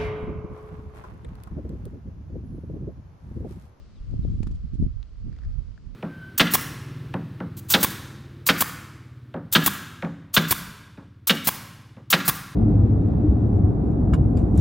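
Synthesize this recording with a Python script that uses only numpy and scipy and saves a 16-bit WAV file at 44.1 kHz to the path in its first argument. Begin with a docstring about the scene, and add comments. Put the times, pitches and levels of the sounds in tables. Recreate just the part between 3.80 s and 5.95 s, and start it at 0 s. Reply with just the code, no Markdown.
"""A dragonfly on a mesh net outdoors, close to the camera's stereo microphone. Let go, it gives four
dry wingbeats left of centre, each a snap, a flap of the mesh and a scrape. Gusts rumble and thump
right on the two microphone ports; the held net rustles, ticks and creaks faintly, close by.
Far behind lies a quiet outdoor hiss with two faint falling whistles, perhaps a bird."""
import sys
import numpy as np
from scipy.fft import rfft, irfft, next_fast_len
from scipy.io import wavfile
from scipy.ndimage import uniform_filter1d

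SR = 44100
rng = np.random.default_rng(int(sys.argv[2]) if len(sys.argv) > 2 else 0)


def wav_record(signal):
    """Record a signal, one row per channel, as 16-bit PCM in the file named by sys.argv[1]."""
    frames = np.transpose(np.atleast_2d(signal))
    bounded = np.clip(frames, -1, 1)
    # unit amplitude maps onto the largest positive 16-bit level
    quanta = np.round(bounded * 32767).astype(np.int16)
    wavfile.write(sys.argv[1], SR, quanta)


N = 94815

# distant outdoor hiss: time_s, relative_level_db
HISS_LEVELS = [(0.0, -64.5), (1.05, -68), (1.34, -67.5), (1.72, -66), (2.07, -67.5), (2.15, -68)]
# its spectrum: frequency_hz, gain_db
HISS_SPECTRUM = [(100, 14), (300, 10), (500, 8.5), (800, -2), (1200, 2.5), (1700, -3.5), (2400, -5.5),
                 (3100, -4.5), (3700, -7), (4600, -3.5), (5600, -8.5), (7000, -14), (9000, -22),
                 (12000, -34), (15000, -34.5)]
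# how alike it is at the two ports: frequency_hz, correlation
HISS_LIKENESS = [(200, 0.14), (600, 0.96), (1200, 0.67), (2500, 0.58), (5000, 0.12), (10000, 0.14)]

# gusts on each microphone port: time_s, relative_rumble_db, relative_eddy_db
LEFT_GUSTS = [(0,-36,-57), (.12,-50,-50), (.27,-31,-48), (.31,-24.5,-36), (.345,-24,-30.5), (.38,-31,-40.5),
              (.45,-20,-32), (.54,-21.5,-32), (.59,-31.5,-49), (.73,-24.5,-37), (.8,-31.5,-54.5),
              (.97,-34,-57), (1.03,-13,-18.5), (1.09,-31,-48), (1.22,-46,-57), (1.36,-40.5,-58),
              (1.45,-31.5,-47), (1.52,-36,-49), (1.62,-40,-50), (1.68,-19,-41.5), (1.73,-42,-60.5),
              (1.86,-40.5,-50), (2.15,-49,-50.5)]
RIGHT_GUSTS = [(0, -46, -53), (0.14, -47.5, -50), (0.27, -35.5, -46.5), (0.33, -40, -28), (0.4, -26, -36),
               (0.47, -32, -28), (0.6, -22, -33), (0.73, -27, -36), (0.81, -31, -50.5),
               (0.85, -25.5, -28.5), (0.89, -33.5, -56), (0.94, -18, -32), (0.97, -34.5, -43),
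               (1.0, -25, -23.5), (1.07, -23.5, -25.5), (1.1, -26.5, -46.5), (1.19, -23.5, -51),
               (1.28, -40.5, -54.5), (1.42, -29, -46), (1.46, -29, -29), (1.51, -28.5, -32.5),
               (1.57, -35.5, -50), (1.64, -28.5, -47.5), (1.79, -22.5, -39.5), (1.84, -33, -52.5),
               (1.93, -28.5, -47.5), (1.98, -57, -48.5), (2.07, -34, -42), (2.15, -32, -42.5)]
# spectra of the deep rumble, the faster eddies and the finest eddies: frequency_hz, gain_db
RUMBLE_SPECTRUM = [(10, -29), (25, 3.5), (50, 4), (80, -2), (110, -7.5), (160, -20), (300, -55), (600, -94)]
EDDY_SPECTRUM = [(60, -15), (115, -2.5), (160, -1), (220, -5.5), (300, -16), (450, -50), (700, -69),
                 (1400, -91.5)]
FINE_EDDY_SPECTRUM = [(120, -18.5), (220, -4), (300, 0), (400, -8), (550, -19), (800, -31), (1500, -71)]

# far whistles: start_s, length_s, level_db
FAR_WHISTLES = [(0.125, .085, -74), (.405, 0.07, -74.5)]
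# single thumps of wind on the ports: middle_s, level_db, width_s, left_minus_right_db
PORT_BUFFETS = [(0.211, -24, 0.0067, -2), (0.3399, -32, 0.00062, 5), (0.364, -19, 0.0021, -10),
                (0.3941, -14.5, 0.0017, -34), (0.4515, -23, 0.0007, 1.5), (0.4823, -20.5, 0.002, -2),
                (0.501, -30, 0.0015, -18), (0.529, -27, 0.002, -3), (0.6056, -14.5, 0.0013, -45),
                (.632, -29.5, 0.00073, -3), (0.671, -19.5, 0.0012, -23), (0.711, -28.5, 0.0012, -10),
                (.842, -27, 0.0018, -10), (0.937, -18, 0.0017, -28), (0.9548, -23, 0.0013, -37),
                (0.9899, -19, 0.0027, -20), (1.001, -15.5, 0.0013, -25), (1.0129, -19, 0.0019, -6),
                (1.0268, -16.5, 0.00099, -5), (1.0665, -16.5, 0.0013, -25), (1.788, -17, 0.0027, -24),
                (2.072, -26, 0.0025, -22)]

# mesh sliding over mesh: middle_s, half_length_s, level_db
NET_RUSTLES = [(0.311, 0.0016, -66.5), (0.338, 0.0031, -78), (0.53, 0.19, -74), (0.949, 0.012, -68.5),
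               (1.032, 0.027, -74)]
# spectrum of the rustle: frequency_hz, gain_db
RUSTLE_SPECTRUM = [(1000, -13), (3000, 10), (5000, 7.5), (8000, 3), (11000, -6.5), (13000, -14),
                   (15000, -15.5)]

# ticks of the net and its frame: start_s, level_db, pitch_hz, decay_s, relative_crack_db, relative_tap_db
NET_TICKS = [(.6253, -56, 3900, .0007, -3, -20), (1.2291, -41, 3950, .00055, -9, -22),
             (1.5283, -51.5, 1700, .002, -11, -11), (1.564, -54, 1900, .002, -13, -16),
             (1.5875, -45.5, 1400, .0014, -12, -9), (1.6168, -54, 1700, .002, -16, -20),
             (1.6355, -46, 1720, .0016, -18, -20), (1.649, -51, 1750, .002, -10, -14),
             (1.9772, -43.5, 1600, .0019, -21, -21)]
# spectra of a tick's crack and dull tap: frequency_hz, gain_db
CRACK_SPECTRUM = [(400, -25), (1000, 3.5), (2500, -1.5), (4500, 6), (6800, -4.5), (11000, -21.5),
                  (14000, -27)]
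TAP_SPECTRUM = [(150, -15), (500, 5), (1300, -7.5), (2200, -18), (5000, -43)]

# wings striking the mesh: start_s, snap_db, flap_db, flap_pitch_hz, scrape_db, scrape_decay_s
WING_STRIKES = [(0.6306, -42, -41, 2500, -51, .0035), (0.6702, -45.5, -38.5, 1200, -55.5, .005),
                (0.7095, -68, -58, 1000, -60.5, .007), (0.746, -74, -63, 1000, -64, .008)]
# spectra of a wing's snap and scrape: frequency_hz, gain_db
SNAP_SPECTRUM = [(200, -23), (600, 9.5), (1400, -18), (2500, -16), (4500, -11.5), (7000, -14.5),
                 (12000, -27), (14000, -38)]
SCRAPE_SPECTRUM = [(300, -3), (1000, 6), (2500, 0), (4500, 0.5), (7000, -3.5), (10000, -9), (12800, -15.5),
                   (14000, -30.5)]

# creak of the held net: time_s, level_db
CREAK_LEVELS = [(1.45, -85), (1.54, -71), (1.65, -72), (1.8, -77), (1.92, -88)]
# its spectrum: frequency_hz, gain_db
CREAK_SPECTRUM = [(700, -23), (1300, 2), (1750, -0.5), (2300, 1.5), (3000, -17), (4600, -9.5), (8000, -45),
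                  (14000, -53)]

FAR_PAN_DB, NET_PAN_DB, WING_PAN_DB = 2, 3.5, 10  # left minus right


def amp(db):
    """Decibels to gain."""
    return 10 ** (np.asarray(db) / 20)


def unit(x):
    """Scale to rms 1."""
    return x / np.sqrt(np.mean(x ** 2, axis=-1, keepdims=True) + 1e-20)


def along(points, hz):
    """Interpolate (frequency_hz, value) points on a log frequency axis."""
    point_hz, values = np.transpose(points)
    return np.interp(np.log(hz + 1), np.log(point_hz + 1), values)


def since(start_s):
    """Seconds since start_s, for every sample."""
    return np.arange(N) / SR - start_s


def curves(rows):
    """One value per sample for each column after the time."""
    time_s, *columns = np.transpose(rows)
    return [np.interp(since(0), time_s, column) for column in columns]


def pan(db):
    """Left and right gains of unit mean power, the left louder by db."""
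    gains = amp(np.array([db, -db]).reshape(2, -1) / 2)
    return gains / np.sqrt(np.mean(gains ** 2, axis=0))


def filtered(x, response):
    """Filter x by a gain given as a function of frequency."""
    size = next_fast_len(N + SR // 2)
    hz = np.fft.rfftfreq(size, 1 / SR)
    return irfft(rfft(x, size) * response(hz), size)[..., :N]


def noise(spectrum, likeness):
    """Coloured stereo noise of rms 1; likeness lists (frequency_hz, left-right correlation)."""
    def mid_side_gains(hz):
        angle = np.arccos(np.clip(along(likeness, hz), -1, 1)) / 2
        return amp(along(spectrum, hz)) * np.array([np.cos(angle), np.sin(angle)])
    mid, side = filtered(rng.standard_normal((2, N)), mid_side_gains)
    return unit(np.array([mid + side, mid - side]))


def grainy(x, depth_db, size):
    """Break a sound into grains about size samples long, at rms 1."""
    flicker = unit(uniform_filter1d(rng.standard_normal(N), size))
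    return unit(x * amp(depth_db * flicker))


def burst(start_s, rise_s, fall_s):
    """An envelope with peak 1 that rises and dies away after start_s."""
    t = np.maximum(since(start_s), 0)
    envelope = (1 - np.exp(-t / rise_s)) * np.exp(-t / fall_s)
    return envelope / (envelope.max() + 1e-12)


def turbulence(spectrum, size):
    """Noise evened in strength over about size samples, unrelated from port to port."""
    swirl = filtered(rng.standard_normal((2, N)), lambda hz: amp(along(spectrum, hz)))
    power = uniform_filter1d(uniform_filter1d(swirl ** 2, size), size)
    return unit(swirl / np.sqrt(np.abs(power) + 1e-20))


def outdoor_hiss(trim_db=5):
    """The open air in the distance: a quiet, nearly steady hiss."""
    level_db, = curves(HISS_LEVELS)
    return amp(level_db + trim_db) * pan(FAR_PAN_DB) * noise(HISS_SPECTRUM, HISS_LIKENESS)


def wind(rumble_trim_db=-2.5, eddy_trim_db=-3, strong_gust_db=-27.5):
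    """Each port sits in its own gusts; strong ones shed the finest eddies and sound brighter."""
    rumble_db, eddy_db = np.stack([curves(LEFT_GUSTS), curves(RIGHT_GUSTS)], axis=1)
    fine_db = -45 + 1.22 * (eddy_db - strong_gust_db)  # grows more steeply than the larger eddies
    rumble = amp(rumble_db + rumble_trim_db) * turbulence(RUMBLE_SPECTRUM, size=1500)
    eddies = amp(eddy_db + eddy_trim_db) * turbulence(EDDY_SPECTRUM, size=900)
    fine_eddies = amp(fine_db) * turbulence(FINE_EDDY_SPECTRUM, size=700)
    return rumble + eddies + fine_eddies


def far_whistles(from_hz=4450, to_hz=2950):
    """Far off, perhaps a bird: each thin tone swells and fades as it wavers downward."""
    out = np.zeros((2, N))
    for start_s, length_s, level_db in FAR_WHISTLES:
        progress = np.clip(since(start_s) / length_s, 0, 1)
        waver = 0.033 * unit(uniform_filter1d(rng.standard_normal(N), size=60))
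        pitch_hz = (from_hz + (to_hz - from_hz) * progress) * (1 + waver)
        tone = np.sin(2 * np.pi * np.cumsum(pitch_hz) / SR)
        out += amp(level_db) * np.sin(np.pi * progress) * grainy(tone, depth_db=3, size=300)
    return pan(FAR_PAN_DB) * out


def buffets(overpressure=1.71, leak_hz=40):
    """A strong eddy hits the ports as one quick swing: suction, then overpressure."""
    out = np.zeros((2, N))
    for middle_s, level_db, width_s, pan_db in PORT_BUFFETS:
        passage = since(middle_s) / width_s
        swing = (passage ** 2 / 2 - 1 + overpressure * passage) / (1 + passage ** 2 / 6) ** 4
        out += amp(level_db) * pan(pan_db) * swing / np.abs(swing).max()
    return filtered(out, lambda hz: 1j * hz / (leak_hz + 1j * hz))  # slow pressure changes leak away


def net_rustle():
    """Close to the microphone, threads slip over each other in short, grainy swishes."""
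    strokes = sum(amp(level_db) * np.exp(-(since(middle_s) / half_length_s) ** 2 / 2)
                  for middle_s, half_length_s, level_db in NET_RUSTLES)
    friction = grainy(noise(RUSTLE_SPECTRUM, likeness=[(3000, 0.13)]), depth_db=3, size=40)
    return pan(NET_PAN_DB) * strokes * friction


def net_ticks(rise_s=0.0003, mode_split=0.08):
    """Net and frame tick: a tiny crack, a dull tap and two close, damped modes starting in opposition."""
    crack = noise(CRACK_SPECTRUM, likeness=[(1000, 0.55), (8000, 0.34)])
    tap = noise(TAP_SPECTRUM, likeness=[(1000, 0.46)])
    out = np.zeros((2, N))
    for start_s, level_db, pitch_hz, decay_s, crack_db, tap_db in NET_TICKS:
        phase = 2 * np.pi * pitch_hz * since(start_s)
        ring = np.sin(phase * (1 - mode_split)) - np.sin(phase * (1 + mode_split))
        tick = 0.5 * ring + amp(crack_db) * crack + amp(tap_db) * tap
        out += amp(level_db) * burst(start_s, rise_s, decay_s) * tick
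    return pan(NET_PAN_DB) * out


def wingbeats(snap_s=0.00081, flap_s=0.0008):
    """Close on the left, each beat snaps against the mesh and flaps it; the dry wing scrapes over it."""
    snap = noise(SNAP_SPECTRUM, likeness=[(1000, 0.54), (8000, 0.3)])
    friction = noise(SCRAPE_SPECTRUM, likeness=[(1000, 0.46), (8000, 0.1)])
    scrape = grainy(friction, depth_db=2.5, size=24)
    out = np.zeros((2, N))
    for start_s, snap_db, flap_db, flap_hz, scrape_db, scrape_s in WING_STRIKES:
        flap = np.sin(2 * np.pi * flap_hz * since(start_s))
        out += amp(snap_db) * burst(start_s, snap_s / 2, snap_s) * snap
        out += amp(flap_db) * burst(start_s, flap_s / 2, flap_s) * flap
        out += amp(scrape_db) * burst(start_s, scrape_s, scrape_s) * scrape
    return pan(WING_PAN_DB) * out


def net_creak():
    """The held net creaks softly, swelling among its later ticks."""
    level_db, = curves(CREAK_LEVELS)
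    creak = grainy(noise(CREAK_SPECTRUM, likeness=[(2000, 0.97)]), depth_db=3, size=130)
    return amp(level_db) * pan(NET_PAN_DB) * creak


def scene():
    """Everything at the microphone, from nearest to farthest."""
    on_the_ports = wind() + buffets()
    close_by = wingbeats() + net_ticks() + net_rustle() + net_creak()
    far_off = outdoor_hiss() + far_whistles()
    return on_the_ports + close_by + far_off


def record(dry):
    """The camera cuts off steeply above its band limit."""
    limit_hz = 14000
    return filtered(dry, lambda hz: 1 / np.sqrt(1 + (hz / limit_hz) ** 60))


dry = scene()
out = record(dry)
wav_record(out)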